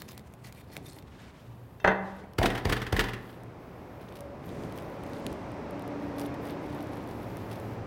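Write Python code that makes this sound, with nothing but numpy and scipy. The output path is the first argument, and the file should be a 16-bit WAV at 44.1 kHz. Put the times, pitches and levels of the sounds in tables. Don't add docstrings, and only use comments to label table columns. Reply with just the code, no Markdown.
import sys
import numpy as np
from scipy import signal
from scipy.fft import rfft, irfft
from scipy.io import wavfile
from scipy.ndimage import uniform_filter1d

SR = 44100
rng = np.random.default_rng(int(sys.argv[2]) if len(sys.argv) > 2 else 0)


def persist_wave(psi):
    counts = np.round(np.clip(psi, -1, 1) * 32767).astype(np.int16)
    wavfile.write(sys.argv[1], SR, np.atleast_2d(counts).T)


N = 346747
T = np.arange(N) / SR

# start_s, thud_db, rebound_slap_db
KNOCKS = [(2.3876, -17, -6), (2.655, -19, -11.5), (2.928, -17.5, -10.5)]


def from_db(db):
    return 10 ** (np.asarray(db) / 20)


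def rms_one(x):
    return x / np.sqrt(np.mean(x ** 2) + 1e-20)


def at_hz(points, hz):
    f, value = np.transpose(points)
    return np.interp(np.log(hz + 1), np.log(f), value)


def colour(x, spectrum, size=4096):
    cepstrum = irfft(np.log(from_db(at_hz(spectrum, np.fft.rfftfreq(size, 1 / SR)))))
    cepstrum[1:size // 2] *= 2
    cepstrum[size // 2 + 1:] = 0
    response = irfft(np.exp(rfft(cepstrum)))
    return signal.oaconvolve(x, response / np.linalg.norm(response))[:N]


def noise(spectrum):
    return colour(rng.standard_normal(N), spectrum)


def drift(knots_per_s):
    knots = rng.standard_normal(int(N / SR * knots_per_s) + 2)
    return rms_one(np.interp(T * knots_per_s, np.arange(len(knots)), knots))


def ring(x, hz, t60_s):
    r = from_db(-60 / (t60_s * SR))
    w = 2 * np.pi * hz / SR
    return signal.lfilter([0, np.sin(w)], [1, -2 * r * np.cos(w), r * r], x + 1e-18)


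def resonance(x, hz, q):
    return signal.lfilter(*signal.iirpeak(min(hz, 0.45 * SR), q, fs=SR), x + 1e-18)


def clicks(times_s, db):
    out = np.zeros(N)
    out[(np.asarray(times_s) * SR).astype(int)] = from_db(db)
    return out


def grains(per_s, spread_db):
    size_db = spread_db * np.minimum(rng.exponential(1, N), 4)
    sizes = from_db(size_db) * rng.choice([-1, 1], N)
    return rms_one(sizes * (rng.random(N) < per_s / SR))


def crackle(per_s, spread_db, count=10):
    cells = grains(per_s, spread_db) * from_db(3.9 * drift(80))
    dealt = rng.integers(0, count, N)
    out = np.zeros(N)
    for k, hz in enumerate(np.geomspace(1200, 14500, num=count)):
        out += resonance(cells * (dealt == k), hz, q=4.0) * from_db(4.3 * drift(30))
    return rms_one(out)


def bursts(rows, rise_s, source):
    out = np.zeros(N)
    for start_s, level_db, dying_s, hz in rows:
        part = slice(max(int((start_s - 5 * rise_s) * SR), 0), int((start_s + 6 * dying_s) * SR))
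        t = T[part] - start_s
        shape = np.exp(np.minimum(t / rise_s, -t / dying_s))
        burst = shape * source[part]
        burst = burst + 0.95 * resonance(burst, hz, q=1.95)
        out[part] += from_db(level_db) * burst * np.linalg.norm(shape) / (np.linalg.norm(burst) + 1e-9)
    return out


def strokes(rows, attack_s, release_s, swell_db=0):
    gain_db = -140
    for start_s, length_s, level_db in rows:
        before_s = np.maximum(start_s - T, 0)
        after_s = np.maximum(T - start_s - length_s, 0)
        tilt_db = swell_db * (np.clip((T - start_s) / length_s, 0, 1) - 0.5)
        edges_db = 20 * (before_s / attack_s + after_s / release_s)
        gain_db = np.maximum(gain_db, level_db + tilt_db - edges_db)
    return from_db(gain_db)


def disperse(x, hz, count):
    k = np.exp(-2 * np.pi * hz / SR)
    for _ in range(count):
        x = signal.lfilter([k, -1], [1, -k], x)
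    return x


def scatter(x, share, dying_s):
    t = T[:SR // 4]
    decay = (np.exp(-t / dying_s) * (1 - np.exp(-t / 0.0008))) ** 2
    energy = np.maximum(signal.oaconvolve(x ** 2, decay / decay.sum())[:N], 0)
    return x + share * np.sqrt(energy) * rng.standard_normal(N)


def bench(times_s, db, uneven_db):
    # pitch_hz, relative_db, t60_s
    modes = [(192.8, -3.5, 0.79), (312, -17, 0.55), (385.4, -8.5, .25), (433.2, 0.5, 0.28), (583, -7, .3),
             (615, -4, 0.2), (768, -2, .24), (781, -2.5, 0.12), (892, -7, 0.36), (950, -4.5, 0.24),
             (999, -9, 0.34), (1150, -17.5, 0.28), (1475, -6, 0.12), (1570, -21, 0.071), (1700, -14, .3),
             (1740, -11, 0.17), (1870, -7, 0.21), (2041, -8, 0.18)]
    out = np.zeros(N)
    for hz, level_db, t60_s in modes:
        blow_db = db + level_db + uneven_db * rng.standard_normal(len(db))
        out += ring(clicks(times_s, blow_db), hz, t60_s)
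    return out


def blade(x, scraped=False):
    # pitch_hz, struck_relative_db, scraped_relative_db, t60_s
    modes = [(2010, -29, -24, 0.032), (2440, -29, -27, .05), (2670, -15, -39, 0.17), (3160, -22, -38, 0.17),
             (3500, -24, -42, 0.18), (3660, -21, -32, 0.1), (4350, -26, -30, .07), (5180, -29, -35, 0.099),
             (5660, -38, -38, 0.081), (5840, -30, -42, .06), (6160, -28, -41, 0.1), (6850, -46, -40, .06),
             (7176, -54, -45, .13), (8300, -42, -46, 0.07), (8950, -41, -43, .1), (9510, -52, -37, .06),
             (9830, -43, -42, .1), (12230, -43, -39, 0.13), (13100, -54, -33, .1)]
    out = np.zeros(N)
    for hz, struck_db, scraped_db, t60_s in modes:
        out += from_db(scraped_db if scraped else struck_db) * ring(x, hz, t60_s)
    return out


def kitchen(x):
    # freq_hz, t60_s
    decay_times = [(100, 1), (400, 1), (1000, 0.99), (2000, 0.62), (4000, 0.48), (8000, 0.19),
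                   (16000, 0.18)]
    t, response = T[:SR], 0
    edges_hz = np.geomspace(60, 17000, num=12)
    for low, high in zip(edges_hz, edges_hz[1:]):
        band_filter = signal.butter(2, [low, high], "band", fs=SR, output="sos")
        band = signal.sosfilt(band_filter, rng.standard_normal(SR))
        response = response + band * from_db(-60 * t / at_hz(decay_times, np.sqrt(low * high)))
    response = response * (1 - np.exp(-t / 0.0024))
    return signal.oaconvolve(x, response / np.linalg.norm(response))[:N]


def note(white, hz, t60_s):
    tone = ring(white, hz, t60_s)
    return tone / np.sqrt(np.maximum(uniform_filter1d(tone ** 2, size=4000), 1e-12))


def drones():
    # start_s, length_s, level_db, pitch_hz, t60_s (longer is steadier), octave_relative_db
    rows = [(0.0, 0.13, -56.5, 211.6, 1, -16), (4.2, 1.5, -59, 285.1, 0.71, 7),
            (5.953, 0.36, -40, 287.2, 0.92, -10), (6.662, 0.29, -44.5, 289.3, 0.65, -11),
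            (7.25, 0.67, -44.5, 110.8, 0.4, -17)]
    out, white = 0, rng.standard_normal(N)
    for start_s, length_s, level_db, hz, t60_s, octave_db in rows:
        octave = rms_one(ring(white, 2 * hz, 0.19))
        tone = note(white, hz, t60_s) + from_db(octave_db) * octave
        out = out + tone * strokes([(start_s, length_s, level_db)], attack_s=0.45, release_s=0.61)
    return out * from_db(1.0 * drift(11))


def background():
    # time_s, relative_db
    traffic = [(3.4, -50), (4.42, -47), (4.59, -43), (6.18, -40), (6.79, -40.5), (7.23, -43), (7.5, -41.5),
               (7.86, -42.5)]
    # freq_hz, relative_db
    rumble_colour = [(25, -32), (45, -12), (110, -2.5), (160, -2), (290, -1), (550, -4.5), (900, -9),
                     (1400, -17), (2500, -26.5), (6000, -70.5)]
    hiss_colour = [(500, 6), (1300, 1.5), (2100, 4.5), (3000, -3), (4400, -7), (5600, -8.5), (6700, -15),
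                   (15000, -34)]
    room_tone = [(25, -12), (45, -9.5), (70, 0), (120, -3.5), (170, -3.5), (300, -9), (550, -14),
                 (1000, -17.5), (1600, -26.5), (3000, -34), (6500, -46), (15500, -45.5)]
    time_s, level_db = np.transpose(traffic)
    fade_in = np.exp(np.minimum(T - time_s[0], 0) / 0.33)
    swell = from_db(np.interp(T, time_s, level_db)) * fade_in
    hum = rms_one(ring(rng.standard_normal(N), 118.6, 0.49))
    air = from_db(-50.5) * noise(room_tone) + from_db(-54.0) * hum
    rumble = from_db(1.5) * noise(rumble_colour) + from_db(-13.5) * noise(hiss_colour)
    return air + swell * rumble + drones()


def whistles():
    # crest_s, half_length_s, crest_hz, level_db
    rows = [(1.76, 0.18, 15300, -80), (1.862, .1, 16000, -75), (3.7, 0.099, 16100, -78),
            (4.043, .14, 15800, -76)]
    arch_hz, waver_hz, lower_ratio = 3500, 70, 0.99
    out = np.zeros(N)
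    for crest_s, half_s, crest_hz, level_db in rows:
        away = np.clip((T - crest_s) / half_s, -1, 1)
        pitch_hz = crest_hz - arch_hz * away ** 2 + waver_hz * drift(400)
        turns = np.cumsum(pitch_hz) / SR
        pair = np.sin(2 * np.pi * turns) + from_db(-12) * np.sin(2 * np.pi * lower_ratio * turns)
        out += from_db(level_db + 3.3 * drift(30.2)) * np.sqrt(1 - away ** 2) * pair
    return out


def brushing():
    # start_s, length_s, level_db
    rows = [(1.15, 0.094, -60), (1.25, 0.23, -64), (2.06, 0.11, -60.5)]
    # freq_hz, relative_db
    brush_colour = [(500, -1), (1500, 12.5), (3200, 7.5), (6000, -1), (9000, -7), (16000, -26)]
    moves = strokes(rows, attack_s=0.11, release_s=0.16)
    return moves * noise(brush_colour) * from_db(3.0 * drift(49.13))


def gripping():
    # start_s, length_s, level_db
    rows = [(0.0, 0.079, -53.5), (.78, 0.12, -52), (4.53, 0.12, -40.5), (4.7, 0.18, -51),
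            (5.07, 0.24, -41.5), (6.6, 1.1, -50)]
    # freq_hz, relative_db
    grip_colour = [(25, -10), (50, -5), (90, -0.5), (170, -0.5), (280, -1.5), (450, -6.5), (900, -31),
                   (3000, -34), (5500, -37.5), (9000, -40.5), (15000, -56)]
    moves = strokes(rows, attack_s=0.14, release_s=0.42)
    return moves * noise(grip_colour) * from_db(1.4 * drift(25))


def rattling():
    # start_s, relative_db, rise_s, dying_s, pitch_hz
    crunches = [(2.3865, -21.5, 0.0018, .0035, 5060), (2.431, -23.5, 0.0028, 0.0089, 2500),
                (2.459, -19.5, 0.0024, .008, 3250), (2.654, -25, .002, 0.0037, 4930),
                (2.698, -25.5, 0.0037, 0.0079, 2580), (2.726, -20.5, 0.0022, 0.0085, 2700),
                (2.927, -23.5, 0.0016, .004, 4830), (2.9655, -26.5, .001, 0.012, 2240),
                (2.9936, -18.5, .0005, 0.0074, 2800), (3.008, -27, 0.0036, .008, 3200)]
    # start_s, relative_db
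    chatter = [(2.503, -30), (2.552, -30), (2.578, -31.5), (2.766, -29.5), (2.8187, -29.5), (2.867, -32),
               (3.04, -29), (3.087, -32.5), (3.135, -33)]
    # freq_hz, relative_db
    rattle_colour = [(100, 7.5), (350, 6), (800, -4.5), (1150, 0.5), (1850, 3), (2350, -8.5), (2750, -6),
                     (3500, -7.5), (4100, -12), (4700, -12), (7000, -19), (12000, -20.5), (16000, -22.5)]
    chatter_dying_s, chatter_hz = 0.01, 2700
    crumbs_s, crumbs_db = 0.086, -42.5
    cells = grains(15000, spread_db=1.0)
    crunch = np.zeros(N)
    for start_s, level_db, rise_s, dying_s, hz in crunches:
        crunch += bursts([(start_s, level_db, dying_s, hz)], rise_s, cells)
    chatter_rows = [(s, db, chatter_dying_s, chatter_hz) for s, db in chatter]
    rattle = bursts(chatter_rows, rise_s=0.0016, source=grains(6000, spread_db=2.0))
    pour = strokes([(s, crumbs_s, crumbs_db) for s, *_ in KNOCKS], attack_s=0.006, release_s=0.31)
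    crumbs = pour * grains(per_s=4500, spread_db=5.0)
    treble = signal.lfilter(*signal.butter(1, 4500, "high", fs=SR), 0.19 * crunch - 0.18 * rattle)
    return colour(crunch + rattle + crumbs + treble, rattle_colour)


def knife_down():
    # start_s, wood_relative_db, blade_relative_db
    contacts = [(1.801, -31.5, -24.5), (1.8437, -9.5, -21), (1.8468, 0.5, -23), (1.857, -12, -20),
                (1.8752, -5.5, -9), (1.8786, -2, -16), (1.890, -13.5, -28), (1.903, -13.5, -33),
                (1.917, -9.5, -38)]
    # freq_hz, relative_db
    knock_colour = [(60, -7.5), (180, 2.5), (300, -1), (420, 6.5), (700, 8), (950, 7), (1200, 3), (1550, 9),
                    (2000, 5), (2170, -10), (2600, -6), (2900, -16), (3500, -13.5), (4300, -20),
                    (5000, -44), (7000, -48), (15000, -51)]
    times_s, wood_db, blade_db = np.transpose(contacts)
    blows = disperse(clicks(times_s, wood_db), hz=1165, count=8)
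    knocks = colour(scatter(blows, share=1.0, dying_s=0.02), knock_colour)
    taps = clicks(times_s, blade_db)
    clack = scatter(taps, share=2.9, dying_s=0.0019)
    for _ in range(2):
        clack = resonance(clack, 3800, q=2.2)
    wood = from_db(5.0) * knocks + from_db(-26.0) * bench(times_s, wood_db, uneven_db=2.4)
    return wood + from_db(-12.0) * blade(taps) + from_db(-16) * clack


def picking():
    # start_s, relative_db, pitch_hz
    rib_snaps = [(2.335, -47, 4500), (3.435, -48.5, 9000), (4.124, -47, 3300), (4.2071, -38, 10000),
                 (4.6363, -43, 3300), (4.724, -41.5, 11000), (4.777, -43, 3300), (4.786, -38, 3500),
                 (4.8235, -47, 12000), (5.036, -43, 11000), (5.065, -48, 5500), (5.134, -42, 5300),
                 (5.266, -28, 4340), (5.328, -40.5, 8000), (5.518, -48, 9000), (5.709, -43, 10000),
                 (5.795, -45, 5500), (5.822, -44.5, 10000), (5.878, -43, 12000), (6.1837, -37, 11000),
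                 (6.1965, -33, 11000), (6.204, -38, 11000), (6.268, -49, 11000), (6.507, -43, 10000),
                 (6.748, -45, 10000), (6.806, -45, 5600), (6.827, -43, 13000), (6.871, -48, 5200),
                 (6.97, -51, 14000), (7.04, -52, 5700), (7.075, -46, 12000), (7.37, -39, 12000),
                 (7.6, -43, 13000)]
    # start_s, relative_db, pitch_hz
    tears = [(4.155, -49, 4100), (4.168, -50.5, 2900), (4.188, -56, 4500), (6.214, -43, 4530),
             (6.341, -52, 3800), (6.453, -50, 3500), (6.485, -53, 3400), (6.727, -54, 3600),
             (6.838, -57, 4000), (7.087, -54, 5500), (7.11, -51.5, 3900), (7.513, -45.5, 3400),
             (7.528, -48, 3780), (7.556, -51, 3400)]
    # start_s, length_s, crackle_db, sliding_db
    rubbing = [(1.397, .55, -82, -72), (2.048, .12, -67, -77), (3.23, 0.12, -66, -67),
               (3.606, 0.63, -86, -72), (4.01, .07, -65, -84), (4.14, 0.038, -67, -74),
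               (4.443, 0.34, -69, -72), (4.76, 0.19, -64.5, -68), (5.08, 0.11, -68, -82),
               (6.02, 0.045, -62, -73), (6.197, .03, -53.5, -75), (6.24, 0.04, -61.5, -78),
               (6.435, 0.074, -62, -61), (6.63, 0.2, -64, -70), (6.89, 0.22, -64, -80),
               (7.095, 0.64, -68.5, -64), (7.51, 0.035, -63, -64)]
    # freq_hz, relative_db
    snap_colour = [(300, -17), (1500, 7), (2800, 10.5), (4300, 6.5), (5500, 6), (7000, -0.5), (10000, 5.5),
                   (13000, 4), (16000, 4)]
    rub_colour = [(1000, 2), (3500, 12), (5500, 1.5), (7500, -5.5), (10000, 2.5), (13000, 3), (16000, -1)]
    slide_colour = [(3000, -13), (8000, -17), (10500, -15), (13000, -9), (14500, -13), (16000, -12)]
    snap_dying_s, tear_dying_s = 0.00096, 0.0065
    attack_s, release_s = 0.045, 0.084
    press = strokes([(s, length, db) for s, length, db, _ in rubbing], attack_s, release_s)
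    slide = strokes([(s, length, db) for s, length, _, db in rubbing], attack_s, release_s)
    breaks = [(s, db, snap_dying_s, hz) for s, db, hz in rib_snaps]
    breaks += [(s, db, tear_dying_s, hz) for s, db, hz in tears]
    snaps = colour(bursts(breaks, rise_s=0.0001, source=grains(17000, spread_db=0.5)), snap_colour)
    snaps = signal.sosfilt(signal.butter(3, 14800, fs=SR, output="sos"), snaps)
    rub = colour(crackle(per_s=2700, spread_db=5.0), rub_colour)
    return snaps + press * rub + slide * noise(slide_colour)


def cutting():
    # start_s, relative_db, pitch_hz
    cuts = [(0.0195, -32, 1980), (0.0863, -46, 3500), (0.118, -42, 11000), (0.1776, -34.5, 6500),
            (.194, -46.5, 4000), (0.338, -45, 12000), (0.525, -40, 8060), (.549, -50, 3000),
            (0.767, -30, 2200), (0.776, -42, 10000), (0.932, -44, 13000), (0.987, -42.5, 3960),
            (1.025, -50.5, 3000)]
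    # start_s, length_s, crackle_db, squeak_hz, steel_relative_db
    prying = [(0.0, 0.011, -47, 4040, -14), (0.087, 0.037, -55.5, 5000, -15), (.16, 0.037, -63, 4000, -9),
              (0.45, 0.028, -59, 4500, -15), (0.532, 0.017, -62, 3740, -17), (0.576, 0.037, -58, 2356, -8),
              (0.73, 0.041, -56, 11000, -5), (0.857, 0.008, -57, 3670, -2), (0.874, .025, -64, 3900, -12),
              (0.94, 0.054, -59, 4040, -5.5)]
    # start_s, length_s, level_db
    blade_in_core = (0.0, 0.92, -68.5)
    # start_s, relative_db
    core_flick = [(1.218, -35)]
    # freq_hz, relative_db
    cut_colour = [(150, -5), (700, 11.5), (1300, -3), (2100, 4), (3100, -2), (4000, -1), (4900, -3.5),
                  (6300, -5.5), (12000, -6), (16000, -5)]
    attack_s, release_s = 0.034, 0.022
    squeak_q, squeak_gain = 10, 0.96
    cut_rows = [(s, db, 0.0015, hz) for s, db, hz in cuts]
    splits = bursts(cut_rows, rise_s=0.00033, source=grains(10000, spread_db=2.5))
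    cells = crackle(per_s=7000, spread_db=4.0)
    core = splits + cells * strokes([blade_in_core], attack_s, release_s)
    scrape = from_db(-21) * core + clicks(*np.transpose(core_flick))
    for start_s, length_s, level_db, hz, steel_db in prying:
        push = strokes([(start_s, length_s, level_db)], attack_s, release_s, swell_db=-1)
        stroke = push * rms_one(cells + squeak_gain * resonance(cells, hz, squeak_q))
        core = core + stroke
        scrape = scrape + from_db(steel_db) * stroke
    return colour(core, cut_colour) + blade(scrape, scraped=True)


def thud(start_s, start_hz, end_hz, glide_s, sway_hz, sway_t60_s, sway_db):
    t = np.maximum(T - start_s, 0)
    turns = end_hz * t + (start_hz - end_hz) * glide_s * (1 - np.exp(-t / glide_s))
    squash = np.exp(-(t / 0.012) ** 2)
    sway_gain = from_db(sway_db - 60 * t / sway_t60_s) * (1 - squash)
    return sway_gain * np.sin(2 * np.pi * sway_hz * t) - np.sin(2 * np.pi * turns) * squash


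def slaps_of_knocks(count=2):
    contact_db, contact_hz = -6, 503
    rebound_lag_s, rebound_gap_s, rebound_loss_db, rebound_hz = 0.06, 0.025, 5, 380
    rows = []
    for start_s, _, rebound_db in KNOCKS:
        rows.append((start_s + 0.0006, contact_db, contact_hz))
        for k in range(count):
            drop_s = start_s + rebound_lag_s + k * rebound_gap_s
            rows.append((drop_s, rebound_db - k * rebound_loss_db, rebound_hz))
    return rows


def knocking():
    # start_s, relative_db, hollow_hz
    bumps = [(.701, -30, 547), (.779, -27.5, 260), (.967, -29, 460), (2.238, -24.5, 202),
             (2.4165, -4.5, 660), (2.4395, -5, 420)]
    # freq_hz, relative_db
    slap_colour = [(60, -7), (200, 6), (400, 8), (800, 11.5), (1300, -12), (2200, 0), (5000, -30),
                   (15000, -30)]
    thud_lag_s = 0.0035
    hollow_db, hollow_t60_s = -8.5, 0.012
    soft_contact_hz = 845
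    landings = [(s + thud_lag_s, db) for s, db, _ in KNOCKS]
    thuds = np.zeros(N)
    for start_s, level_db in landings:
        thuds += from_db(level_db) * thud(start_s, start_hz=118.0, end_hz=50, glide_s=0.011,
                                          sway_hz=41.2, sway_t60_s=0.64, sway_db=-10.5)
    weight = clicks(*np.transpose(landings))
    boom = from_db(-14.5) * ring(weight, 192, 1.0) + from_db(-14.0) * ring(weight, 119, 1.46)

    blows = bumps + slaps_of_knocks()
    times_s, blow_db, _ = np.transpose(blows)
    hollow = sum(ring(clicks(s, db + hollow_db), hz, hollow_t60_s) for s, db, hz in blows)
    spread = disperse(clicks(times_s, blow_db), hz=640, count=5)
    slaps = colour(scatter(spread, share=1.24, dying_s=0.017), slap_colour)
    soften = signal.butter(2, soft_contact_hz, fs=SR, output="sos")
    wood = signal.sosfilt(soften, bench(times_s, blow_db, uneven_db=3.0))
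    return thuds + boom, slaps + hollow + from_db(-34.0) * wood


def scene():
    lows, slaps = knocking()
    leaves = cutting() + picking() + brushing()
    knife, rattle = knife_down(), rattling()
    send = from_db(-21.5) * leaves + from_db(-13.5) * knife
    send = send + from_db(-11.0) * slaps + from_db(-13.0) * rattle
    direct = leaves + whistles() + gripping() + knife + lows + slaps + rattle
    return (direct + kitchen(send) + background())[None]


def record(dry):
    cutoff_hz = 15850
    x = signal.sosfilt(signal.butter(4, 31, "high", fs=SR, output="sos"), dry)
    return signal.sosfilt(signal.ellip(10, 0.1, 80, cutoff_hz, fs=SR, output="sos"), x)


dry = scene()
out = record(dry)
persist_wave(out)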